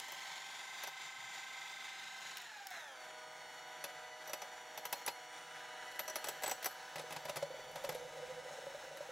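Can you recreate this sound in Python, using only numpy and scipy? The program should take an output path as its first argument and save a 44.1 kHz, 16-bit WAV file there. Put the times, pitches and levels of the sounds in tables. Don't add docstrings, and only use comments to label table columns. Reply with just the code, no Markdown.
import sys
import numpy as np
from scipy import signal
from scipy.fft import rfft, irfft, next_fast_len
from scipy.io import wavfile
from scipy.ndimage import uniform_filter1d, map_coordinates

SR = 44100
rng = np.random.default_rng(int(sys.argv[2]) if len(sys.argv) > 2 else 0)


def wav_record(signal):
    frames = np.transpose(np.atleast_2d(signal))
    bounded = np.clip(frames, -1, 1)
    quanta = np.round(bounded * 32767).astype(np.int16)
    wavfile.write(sys.argv[1], SR, quanta)


def gain_from_db(level_db):
    decades = np.asarray(level_db, float) / 20
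    return 10 ** decades


N = 401751
T = np.arange(N) / SR
HUM_HZ = 156.1
BITE_S = 2.711
BEATER_TURNS = 9.78

# start_s, depth [0-1]
DEPTH = [
    (0, 0),
    (2.3, 0.13),
    (3.7, 0.4),
    (5.6, 0.27),
    (6.5, 0.57),
    (6.9, 0.4),
    (7.05, 0.6),
    (7.6, 0.75),
    (8, 0.83),
    (9.11, 0.6),
]
# start_s, thud_db, wire_db
FLOOR_KNOCKS = [(6.9566, -39.5, -39), (6.9813, -46, -41), (6.994, -43.5, -50), (7.1056, -44, -45),
                (7.1226, -41.5, -37), (7.1621, -39.5, -42), (7.2524, -42.5, -41), (7.2839, -45, -51),
                (7.294, -40, -30.5), (7.3581, -41.5, -33), (7.3666, -38, -32), (7.4246, -41, -54),
                (7.7563, -43, -43.5), (7.8455, -43.5, -36), (7.8908, -38, -31), (7.9473, -46.5, -39)]


def unit(x):
    return x / np.sqrt(np.mean(x ** 2) + 1e-20)


def along(points, hz):
    f, v = np.transpose(points)
    return np.interp(np.log(hz + 1), np.log(f + 1), v)


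def curves(rows):
    s, *cols = np.transpose(rows)
    return [np.interp(T, s, c) for c in cols]


def wobble(rate):
    coarse = T[::64]
    knots = rng.standard_normal(int(N * rate / SR) + 4)
    return np.interp(T, coarse, map_coordinates(knots, [coarse * rate]))


def filtered(x, response):
    m = next_fast_len(x.shape[-1] + 8192)
    return irfft(rfft(x, m) * response(np.fft.rfftfreq(m, 1 / SR)), m)[..., :x.shape[-1]]


def band(x, lo_hz, hi_hz, order=2):
    return unit(signal.sosfilt(signal.butter(order, [lo_hz, hi_hz], "bandpass", fs=SR, output="sos"), x))


def resonance(hz, centre_hz, width_hz):
    return 1 / (1 + (2 * (hz - centre_hz) / width_hz) ** 2)


def onset(t, rise_s):
    return 1 - np.exp(-t / rise_s)


def decay(t, t60_s):
    return gain_from_db(-60 * t / t60_s)


def add_at(out, start_s, sound):
    out[round(start_s * SR):][:len(sound)] += sound


def gearing():
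    # start_s, shaft turns per s
    speed_points = [(0, 259), (2.36, 258.9), (2.4, 247), (2.51, 217.8), (2.59, 203), (2.66, 196),
                    (2.71, 185), (2.8, 160), (2.89, 137.5), (2.94, 130), (2.99, 125), (3.05, 123.4),
                    (3.2, 122.5), (4, 123.3), (4.8, 122.6), (6.2, 123.4), (6.6, 124.6), (9.11, 123.5)]
    gears = [259, 190, 124]
    speed, = curves(speed_points)
    near = np.array([np.interp(speed, gears[::-1], row[::-1]) for row in np.eye(3)])
    jitter = 0.000588 * (1 + near[0]) * wobble(12)
    return np.cumsum(speed * (1 + jitter)) / SR, near


def layer_levels(near):
    # start_s, drive of the motor [dB], aim of the vents at the listener [dB]
    effort = [(0, 2.5, -0.5), (.6, 1, 0), (1.8, -0.5, 0.5), (2.36, -0.5, 1), (2.45, -4, 0), (2.709, -5, -4),
              (2.712, 3.5, 0), (2.82, 1.5, 0), (2.95, -1, 3), (3.3, -1.5, 3), (3.9, -0.5, 4),
              (4.7, -1.5, 3), (5.5, -1, 4.5), (6.4, 2.5, 3), (6.85, 0.5, 3), (8, 1, 2), (9.11, .5, 0.5)]
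    controls = np.vstack([near, curves(effort)])
    low_whirr = (-58.5, -59, -58.5, 0.76, 0)
    mid_whirr = (-50, -48.5, -54.5, 0.73, 0.5)
    fan_hiss = (-55.5, -57.5, -60.5, 0.7, 0)
    shaft_tones = (0, 0.5, -1.5, 0.1, 0.9)
    slot_whine = (0, 0.5, 2.6, 0.25, 1.05)
    supply_hum = (-80.5, -88.5, -61.5, 0.5, 0.17)
    rules = (low_whirr, mid_whirr, fan_hiss, shaft_tones, slot_whine, supply_hum)
    return [np.array(rule) @ controls for rule in rules]


def tones(turns, near, tone_db, whine_db):
    # multiple, fast_db, braking_db, slow_db
    orders = [(3, -65.5, -85, -86), (4, -62.5, -70, -70), (5, -68, -92, -85), (6, -61.5, -76, -65.5),
              (7, -85, -85, -71), (8, -59, -66, -66), (9, -75, -85, -85), (10, -72, -72, -73),
              (11, -74, -70, -74), (12, -66, -63, -68), (13, -85, -85, -72), (14, -72, -75, -75),
              (17, -90, -85, -73), (18, -95, -85, -73), (24, -82, -58, -70.5), (27, -80, -90, -77),
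              (30, -84, -90, -78), (36, -84, -79, -69.5), (45, -99, -99, -81), (48, -99, -90, -76),
              (58, -99, -99, -81), (72, -99, -99, -86), (74, -99, -99, -86), (16, -90, -85, -64.5),
              (22, -99, -99, -78), (38, -99, -99, -82)]
    throb = [.95, .8, .15]
    # start_s, level_db of each beamed multiple
    beam = [(0, 0, -2, 0, 0, 0, 1, -20), (1.1, 0, 1, 0, 0, 0, 0, -20), (1.9, -6, 2, 0, 0, 0, 0, -20),
            (2.4, -2, -3, -3, 0, 0, -3, -20), (2.7, 0, -1, -10, 0, 0, -2, -20),
            (2.77, 0, 0, 0, 0, -4, 0, -20), (2.9, 0, 0, 4, -5, -8, 0, -20),
            (2.97, 0, 0, -6, 1, -10, 2, -20), (3.25, 0, 0, -3, 2, -6, 3, -12),
            (3.7, 0, 0, -3, -1, -1, 2, -8), (4.1, 0, 0, -2, -1, -1, -2, 1), (4.6, 0, 0, -2, -1, -1, -2, -8),
            (5.3, 0, 0, -1, -4, -4, -3, -10), (5.9, 0, 0, 0, -3, -3, -3, 3), (6.8, 0, 0, -4, -1, 0, 1, -8),
            (7.5, 0, -1, -3, -2, -3, 0, -8), (8.4, 0, -3, 0, -4, -3, -4, -3),
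            (9.11, 0, -3, -3, -3, -4, -4, -3)]
    beamed = [4, 8, 24, 36, 48, 12, 16]
    bite_db = {4: 4, 5: 14, 6: 2.5, 7: -10, 8: -5, 10: 3, 11: 4, 12: 3, 13: 12}

    step = slice(None, None, 32)
    t, near = T[step], near[:, step]
    speed = np.gradient(turns[step], t)
    beater = 2 * np.pi * turns[step] / BEATER_TURNS
    loaded = np.array(throb) @ near * np.clip(0.6 + t / 3, 0, 1)
    bite = (t > BITE_S) * np.clip((speed - 125) / 10, 0, 1) * (1 - near[0])
    beams = {k: curve[step] for k, curve in zip(beamed, curves(beam))}
    out = np.zeros(N)
    for k, *levels in orders:
        depth = .9 if k == 16 else loaded * (.3 if k > 8.5 else 1)
        a, b, c = rng.uniform(0, 2 * np.pi, size=3)
        lag = .1 * a + np.pi * (k < 5.5)
        rock = 1 + depth * np.cos(beater + lag) + .3 * depth * np.cos(2 * beater + b)
        drift_db = .7 if k in beams or k == 12 else 2.4 - 1.6 * near[0]
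        level_db = drift_db * map_coordinates(rng.standard_normal(size=60), [t * 5.5])
        level_db += 18 * near[1] * resonance(k * speed, 804, 170)
        level_db += 10 * near[1] * resonance(k * speed, 1720, 450)
        flutter = map_coordinates(rng.standard_normal(size=400), [t * 40]) * (k > 20)
        level_db += bite_db.get(k, 0) * bite + beams.get(k, 0) + 1.4 * flutter
        level_db += (whine_db if k % 24 == 0 else tone_db)[step]
        size = rock * gain_from_db(np.array(levels) @ near + level_db)
        sway = .6 * (-1 if k == 8 else .8) * depth * np.sin(beater + lag) + .55 * flutter
        phase = 2 * np.pi * k * turns + c + np.interp(T, t, sway)
        out += np.interp(T, t, size) * np.sin(phase)
    return np.sqrt(2) * out


def hum(db):
    # multiple, level_db
    harmonics = [(1, -20), (2, -18), (3, -10), (4, 0), (5, -5), (6, -10), (8, -11)]
    out = np.zeros(N)
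    for k, level in harmonics:
        out += gain_from_db(db + level + 1.0 + 2.7 * wobble(6)) * np.sin(2 * np.pi * k * HUM_HZ * T + k * k)
    return out


def airy(x):
    hz, _, z = signal.stft(x, SR, nperseg=512)
    field = uniform_filter1d(rng.standard_normal(z.shape), size=5, axis=0)
    field = unit(uniform_filter1d(field, size=70, axis=1))
    share = np.clip(hz / 7000 - .6, .07, 1)[:, None]
    return signal.istft(z * gain_from_db(2.3 * field * share), SR, nperseg=512)[1][:N]


def whirr(turns, near, low_db, mid_db, high_db):
    # pitch_hz, width_hz, level_db
    housing = [(810, 590, 2.5), (961, 130, 5.5), (1590, 330, 6.5), (1870, 240, 4), (3690, 190, -1),
               (7020, 550, 4), (8900, 210, -1)]
    # frequency_hz, level [dB per Hz]
    fast_spectrum = [(40, -46), (150, -24.5), (550, -13.5), (800, -5), (1150, -17), (1600, -13), (2100, -6),
                     (2500, -11.5), (3700, -6), (4600, -14), (7200, -16.5), (8000, -23), (16000, -35)]
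    # frequency_hz, level [dB per Hz]
    slow_spectrum = [(40, -38), (350, -19.5), (500, -16.5), (800, -7), (1000, -18.5), (1120, -20),
                     (1300, -13), (2100, -11), (2550, -17.5), (3500, -13.5), (4400, -19.5), (4800, -31),
                     (5300, -20.5), (6000, -22), (8500, -30.5), (16000, -39.5)]

    size = next_fast_len(N)
    hz = np.fft.rfftfreq(size, 1 / SR)
    shell = gain_from_db(sum(db * resonance(hz, centre, width) for centre, width, db in housing))
    angle = 2 * np.pi * turns
    pulse = 1 + 0.047 * np.cos(angle)
    pulse += (0.022 + 0.096 * near[0]) * np.cos(angle / 12.0)
    pulse += 0.11 * np.cos(2 * angle / 11.0)
    rough_spot = unit(np.diff(np.floor(turns), prepend=0))
    noise = pulse * rng.standard_normal(N) * gain_from_db(1.2 * wobble(14))
    raw = rfft(noise + .08 * rough_spot, size)
    fast = np.clip(near[0] + .5 * near[1] * (T < BITE_S), 0, 1)
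    out = np.zeros(N)
    layers = [(low_db - 0.5, 0, 1200), (mid_db - 3.0, 1200, 4500), (high_db - 3.0, 4500, SR)]
    for db, lo, hi in layers:
        cut = shell * (hz >= lo) * (hz < hi) * raw
        quick, slow = [unit(irfft(cut * gain_from_db(along(spectrum, hz)), size)[:N])
                       for spectrum in (fast_spectrum, slow_spectrum)]
        out += gain_from_db(db + .4 * wobble(4)) * (fast * quick + (1 - fast) * slow)
    depth, = curves(DEPTH)
    return airy(out - 0.72 * depth ** 3 * filtered(out, lambda f: resonance(f, 1530, 500)))


def off_the_bowl(x):
    delay_s = .0008 * (1 + .07 * wobble(1.2))
    return x + .3 * np.interp(T - delay_s, T, x)


def batter(turns, near):
    # start_s, level_db
    nudges = [
        (0, -76),
        (1.176, -66),
        (1.234, -63),
    ]
    # start_s, peak level_db, pitch_hz
    plops = [(6.96, -42, 572), (6.997, -40.5, 563), (7.039, -44, 480), (7.252, -43, 574), (7.294, -38, 587),
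             (7.364, -54, 530), (7.426, -29.5, 560), (7.504, -39, 524), (7.542, -41, 560),
             (7.593, -44, 514), (7.666, -51, 510), (7.842, -32.5, 580), (7.89, -34.5, 510),
             (7.923, -40, 573), (7.95, -34.5, 502), (8.163, -49, 563), (8.199, -43, 587), (8.462, -47, 594),
             (8.508, -43, 564), (8.535, -43, 522), (8.616, -46, 554), (8.635, -50, 526), (8.705, -47, 542),
             (8.794, -49, 606), (8.837, -45, 520), (8.87, -47, 540), (8.965, -56, 600), (8.586, -44, 550),
             (8.667, -36.5, 557), (8.746, -39.5, 582), (8.911, -42, 564), (8.947, -44, 548),
             (9.006, -36.5, 575), (9.09, -40, 528)]
    # start_s, peak level_db, pitch_hz, length_s
    sings = [(7.97, -50, 491, 0.115), (8.21, -44.5, 495, 0.054), (8.285, -42.5, 510, 0.049),
             (8.355, -43.5, 500, 0.053), (8.44, -48, 502, 0.059)]

    depth, = curves(DEPTH)
    hollow_db = -88.5 + (-44.5 + 88.5) * depth
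    bump_db = -99 + (-63 + 99) * depth
    rumble_db = -103 + (-69.5 + 103) * depth
    slap = gain_from_db(1.5 * wobble(22) + 1.5 * np.cos(2 * np.pi * turns / BEATER_TURNS))
    out = gain_from_db(hollow_db - 3.5) * unit(slap * band(rng.standard_normal(N), 478, 581))
    out += gain_from_db(bump_db + 12.5 * near[0] - 0.5) * band(rng.standard_normal(N), 147.6, 159.0, order=1)
    shifted = T > nudges[1][0]
    out += gain_from_db(-83.5) * near[0] * shifted * band(rng.standard_normal(N), 200, 203, order=1)
    out += gain_from_db(-82 + 2 * wobble(2.8)) * near[0] * np.sin(2 * np.pi * HUM_HZ * T)
    out += gain_from_db(rumble_db + 2.6 * wobble(6.7)) * band(rng.standard_normal(N), 19, 105, order=1)

    out, t = np.pad(out, (0, SR)), np.arange(SR // 6) / SR
    swell = onset(t, 0.0013) * decay(t, 0.091)
    thump = gain_from_db(5.0) * onset(t, 0.0044) * decay(t, 0.13) * np.sin(2 * np.pi * 152 * t)
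    for s, db, hz in plops:
        sway, second = rng.normal(size=2)
        plop = np.sin(2 * np.pi * hz * t * (1 + 0.35 * sway * t))
        plop += 0.18 * np.sin(2 * np.pi * hz * (1.0 + 0.14 * second) * t)
        add_at(out, s, gain_from_db(db) * (swell * plop + gain_from_db(-27.5) * thump))
    for s, db, hz, length in sings:
        arch = np.sin(np.pi * np.clip(t / length, 0, 1)) ** 0.95
        add_at(out, s, gain_from_db(db) * arch * np.sin(2 * np.pi * hz * t))
    for s, db in nudges:
        add_at(out, s, gain_from_db(db + 1.0) * onset(t, .008) * decay(t, 0.23) * np.sin(2 * np.pi * 127 * t))
    for s, thud_db, _ in FLOOR_KNOCKS:
        add_at(out, s, gain_from_db(thud_db - 15) * thump)
    return out[:N]


def contacts():
    # start_s, wire_db, lower and upper glass ring level_db
    wall_clinks = [(0.119, -43.5, -52, -66), (0.8355, -35, -46, -62.5), (0.8729, -40.5, -46, -63),
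                   (3.8397, -32.5, -46, -68), (4.2737, -47, -47, -65), (4.2951, -48, -46, -60),
                   (4.3321, -32.5, -41, -51), (4.4174, -38.5, -45, -67), (4.775, -36.5, -46, -68),
                   (4.8524, -33, -44, -65), (4.9262, -29, -43, -54), (5.0624, -39, -43, -53),
                   (5.0769, -27.5, -46, -53), (5.9923, -30.5, -48, -69), (6.0786, -39, -40, -51),
                   (6.0975, -48.5, -37.5, -61), (6.1564, -31, -37, -65), (6.2417, -34, -43, -46),
                   (6.2694, -44, -44, -56), (6.2851, -32.5, -41, -42), (6.4343, -31, -42, -39.5),
                   (6.4604, -33, -55, -38), (6.4774, -36.5, -52, -44), (6.4951, -37.5, -40, -43),
                   (6.5121, -32, -39, -39), (6.6273, -38.5, -58, -53), (6.6438, -34.5, -41, -60),
                   (6.6578, -30.5, -37, -43)]
    # start_s, wire_db
    grazes = [(0.0829, -48), (5.9145, -49), (5.9566, -51), (6.2594, -47), (6.368, -56), (6.4214, -41.5),
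              (7.0144, -54), (7.712, -52), (7.838, -44), (7.923, -47), (8.97, -47)]
    # level_db of the loops near 10, 11.6, 13 and 14.5 kHz
    struck_wires = [(0, 9, 0, 9), (-4, -1, -1, -1), (-8, 6, 2, -8), (-9, 8, 0, -21), (2, 1, 10, 3),
                    (0, 1, 3, 6), (-1, 10, 0, 1), (-7, 1, -3, -8), (-6, 7, 1, 3), (-6, 1, 4, 0),
                    (3, -1, 1, 8), (-9, 0, -2, 4), (-5, 1, -1, -1), (-8, 8, 4, 0), (1, 3, -1, 0),
                    (11, 0, 8, 4), (4, -8, 4, 1), (2, -5, -3, 0), (6, 0, -1, 4), (3, -9, 1, 7),
                    (-3, -5, 1, 5), (-3, -10, -9, -1), (0, -1, 2, 9), (-8, -4, -5, 6), (-5, 4, -4, 7),
                    (0, 0, -7, 7), (-1, 0, 3, 7), (4, 4, 7, 4), (1, 3, -5, 0), (2, -9, -13, -9),
                    (10, 11, -4, 0), (2, 1, -3, -1), (4, -6, -7, 3), (3, 1, -3, -3), (-2, 12, -8, -8),
                    (5, 2, 0, 3), (-2, -2, -6, -3), (3, -9, -7, -4), (1, -5, -7, -1), (10, 5, 0, -2),
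                    (-1, 10, -4, -9), (-4, -3, -9, -9), (-8, 6, -9, -6), (0, 6, -16, -12)]
    struck_wall = [(-3, -3), (-4.5, 0), (-4, 5), (4.5, -2.5), (3, 6.5), (12, 0), (0.5, -3), (1.5, 1),
                   (-6, -2), (-7, 1), (-3.5, 0.5), (-6, 6), (-3, 3.5), (0, -5), (7, -3), (12, 3), (1, 0.5),
                   (0, -1), (12, -5), (5, -1), (8.5, 0), (-2, -1), (6, 4), (-6, -1), (-3, 4), (-6, -8),
                   (-2, -1), (-2, 3)]
    long_loop = [0, 0, -4, 9, -2, 0, 1, -3, -2, 0, 3, 19, 3, -3, -3, 2, 9, 2, 0, -1, -2, -3, 1, -5, -2, 0,
                 4, 3]

    touches = wall_clinks + [(s, db, db - 17, db - 17) for s, db in grazes]
    rows = []
    for s, wire_db, *glass in touches:
        over_db = wire_db + 35
        rows.append((s, wire_db, -40.5 + 0.89 * over_db, -41 + 0.98 * over_db, *glass))
    for s, thud_db, wire_db in FLOOR_KNOCKS:
        rows.append((s, wire_db - 0.5, thud_db, thud_db - 2, thud_db - 20, thud_db - 20))
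    unlisted = len(grazes) + len(FLOOR_KNOCKS)
    wires = np.insert(np.array(struck_wires, float), [len(wall_clinks)] * len(grazes), 0, axis=0)
    wires = np.c_[wires, np.pad(long_loop, (0, unlisted), constant_values=-16)]
    halves = np.pad(np.array(struck_wall, float), ((0, unlisted), (0, 0)))
    return zip(rows, wires, halves)


def ring(modes, t, scatter_db, struck_db=0):
    hz, db, t60 = np.transpose(modes)[:, :, None]
    chance = rng.standard_normal((3, len(modes), 1))
    size = gain_from_db(db + np.reshape(struck_db, (-1, 1)) + scatter_db * chance[0]) * decay(t, t60)
    wave = np.sin(2 * np.pi * hz * (1 + 0.0044 * chance[1]) * t + 9 * chance[2])
    return (size * wave).sum(0) / np.sqrt(2 * np.sum(gain_from_db(db) ** 2))


def clinks():
    # pitch_hz, level_db, t60_s
    thud_modes = [(563, -6.5, 0.16), (618, -1, 0.085), (768, 1, 0.046), (839, 1, 0.073), (951, -4, 0.095)]
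    # pitch_hz, level_db, t60_s
    body_modes = [(1295, 5.5, 0.081), (1638, 10.5, 0.064), (2034, 20.5, 0.021), (2624, 8, 0.053),
                  (3660, -8, 0.056), (4260, -5, 0.53), (4340, -35.5, 0.079)]
    # pitch_hz, t60_s
    glass_modes = [(5890, 0.062), (7890, 0.092)]
    # pitch_hz, level_db, t60_s
    wire_modes = [(9670, -5, .07), (10150, -3, .09), (10500, -3, .08), (10880, -3, .12), (11600, -4, .08),
                  (12750, -1.5, .09), (12950, 3, .12), (13760, -6, .06), (14480, -1, .08), (15400, -7, .06)]
    loop_of_mode, half_of_mode = [0, 0, 0, 4, 1, 2, 2, 3, 3, 3], [0, 0, 1, 1, 1]

    out, t = np.zeros(N + SR), np.arange(SR // 5) / SR
    edges = [(130, 460), (400, 1170), (1100, 5530), (4500, 8800)]
    rubs = np.array([band(rng.standard_normal(N + SR), lo, hi) for lo, hi in edges])
    chatter = band(rng.standard_normal(N + SR), 26, 190, order=1)
    skid = onset(t, np.array([[.004], [.003], [.002], [.001]]))
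    skid = skid * decay(t, np.array([[.12], [.07], [.055], [.045]]))
    wire_fall = 0.27 + 1.32 * decay(t, 0.053)
    for (s, wire_db, thud_db, body_db, *glass), wires, halves in contacts():
        at = slice(round(s * SR), round(s * SR) + len(t))
        scrape_db = [thud_db - 22.0, thud_db - 3.0 + halves.mean(),
                     body_db + 1.5, wire_db - 14 + wires[:4].min() / 2]
        hit = gain_from_db(scrape_db) @ (skid * rubs[:, at])
        thud = ring(thud_modes, t, scatter_db=2.0, struck_db=halves[half_of_mode])
        hit += gain_from_db(thud_db + 5.0) * onset(t, 0.0028) * thud
        hit += gain_from_db(body_db + 3.5) * onset(t, 0.00048) * ring(body_modes, t, scatter_db=3.5)
        wire = ring(wire_modes, t, scatter_db=1.5, struck_db=wires[loop_of_mode])
        wire = wire * (0.89 + .5 * chatter[at]) * wire_fall
        hit += gain_from_db(wire_db - 5.5) * onset(t, 0.00078) * wire
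        for (hz, t60), db in zip(glass_modes, glass):
            tone = np.sin(2 * np.pi * hz * t + 0.72 * chatter[at])
            hit += gain_from_db(db) * decay(t, t60) * onset(t, 0.0005) * tone
        out[at] += hit
    out[:len(t)] += gain_from_db(-40) * (t < 0.002) * band(rng.standard_normal(len(t)), 200, 10000, order=1)
    return out[:N]


def button():
    # start_s, snap level_db, body level_db
    snaps = [
        (2.37, -32.5, -40),
        (2.3804, -42, -46),
        (2.4174, -47, -61),
        (2.6691, -32.5, -44),
        (2.7044, -38, -59),
    ]
    out, t = np.zeros(N), np.arange(SR // 20) / SR
    for s, db, body_db in snaps:
        snap = band(rng.standard_normal(len(t)), 4000, 18000)
        snap *= gain_from_db(db - 0.5) * decay(t, 0.011) * (1 - np.exp(-(t / 0.0011) ** 2))
        body = band(rng.standard_normal(len(t)), 1700, 5800)
        body *= gain_from_db(body_db + 1.0) * decay(t, 0.023) * onset(t, .0012)
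        add_at(out, s, snap + body)
    return out


def kitchen(x):
    # frequency_hz, t60_s
    room_t60 = [(200, 0.079), (2000, 0.12), (12000, 0.34)]
    hz, t, z = signal.stft(rng.standard_normal((2, SR // 3)), SR, nperseg=256)
    tail = signal.istft(z * decay(t, along(room_t60, hz)[:, None]), SR, nperseg=256)[1]
    tail = tail / np.linalg.norm(tail[0])
    late = np.pad(x, (150, 0))[None]
    return signal.fftconvolve(late, tail, axes=1)[:, :N]


def scene():
    # frequency_hz, side minus mid level_db
    spread = [(30, -30), (60, -7), (130, -15), (450, -17.5), (1000, -20), (4000, -21), (7500, -27.5),
              (11000, -20), (14000, -32)]
    # frequency_hz, left minus right level_db
    lean = [(125, 0), (300, -1.7), (700, -0.5), (4000, -0.5), (8000, 2.25)]

    turns, near = gearing()
    low_db, mid_db, high_db, tone_db, whine_db, hum_db = layer_levels(near)
    steady = tones(turns, near, tone_db, whine_db) + hum(hum_db)
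    steady += off_the_bowl(whirr(turns, near, low_db, mid_db, high_db))
    steady += batter(turns, near)
    hits = clinks() + button()
    wet_mid, wet_side = kitchen(steady + hits)
    mid = steady + hits + gain_from_db(-15.0) * wet_mid
    wall = gain_from_db(-15.0) * filtered(hits, lambda f: np.clip(f / 9000, 0, 1) * np.sin(f / 420) * 1j)
    side = filtered(wet_side, lambda f: gain_from_db(along(spread, f) + 5.0)) + wall
    pair = np.array([mid + side, mid - side])
    return filtered(pair, lambda f: gain_from_db(np.outer([.5, -.5], along(lean, f))))


def top_cut(x):
    return signal.sosfilt(signal.butter(12, 16520, fs=SR, output="sos"), x)


def record(dry):
    mix = filtered(dry, lambda f: gain_from_db(-34 * (f > 15850)))
    return top_cut(mix)


dry = scene()
out = record(dry)
wav_record(out)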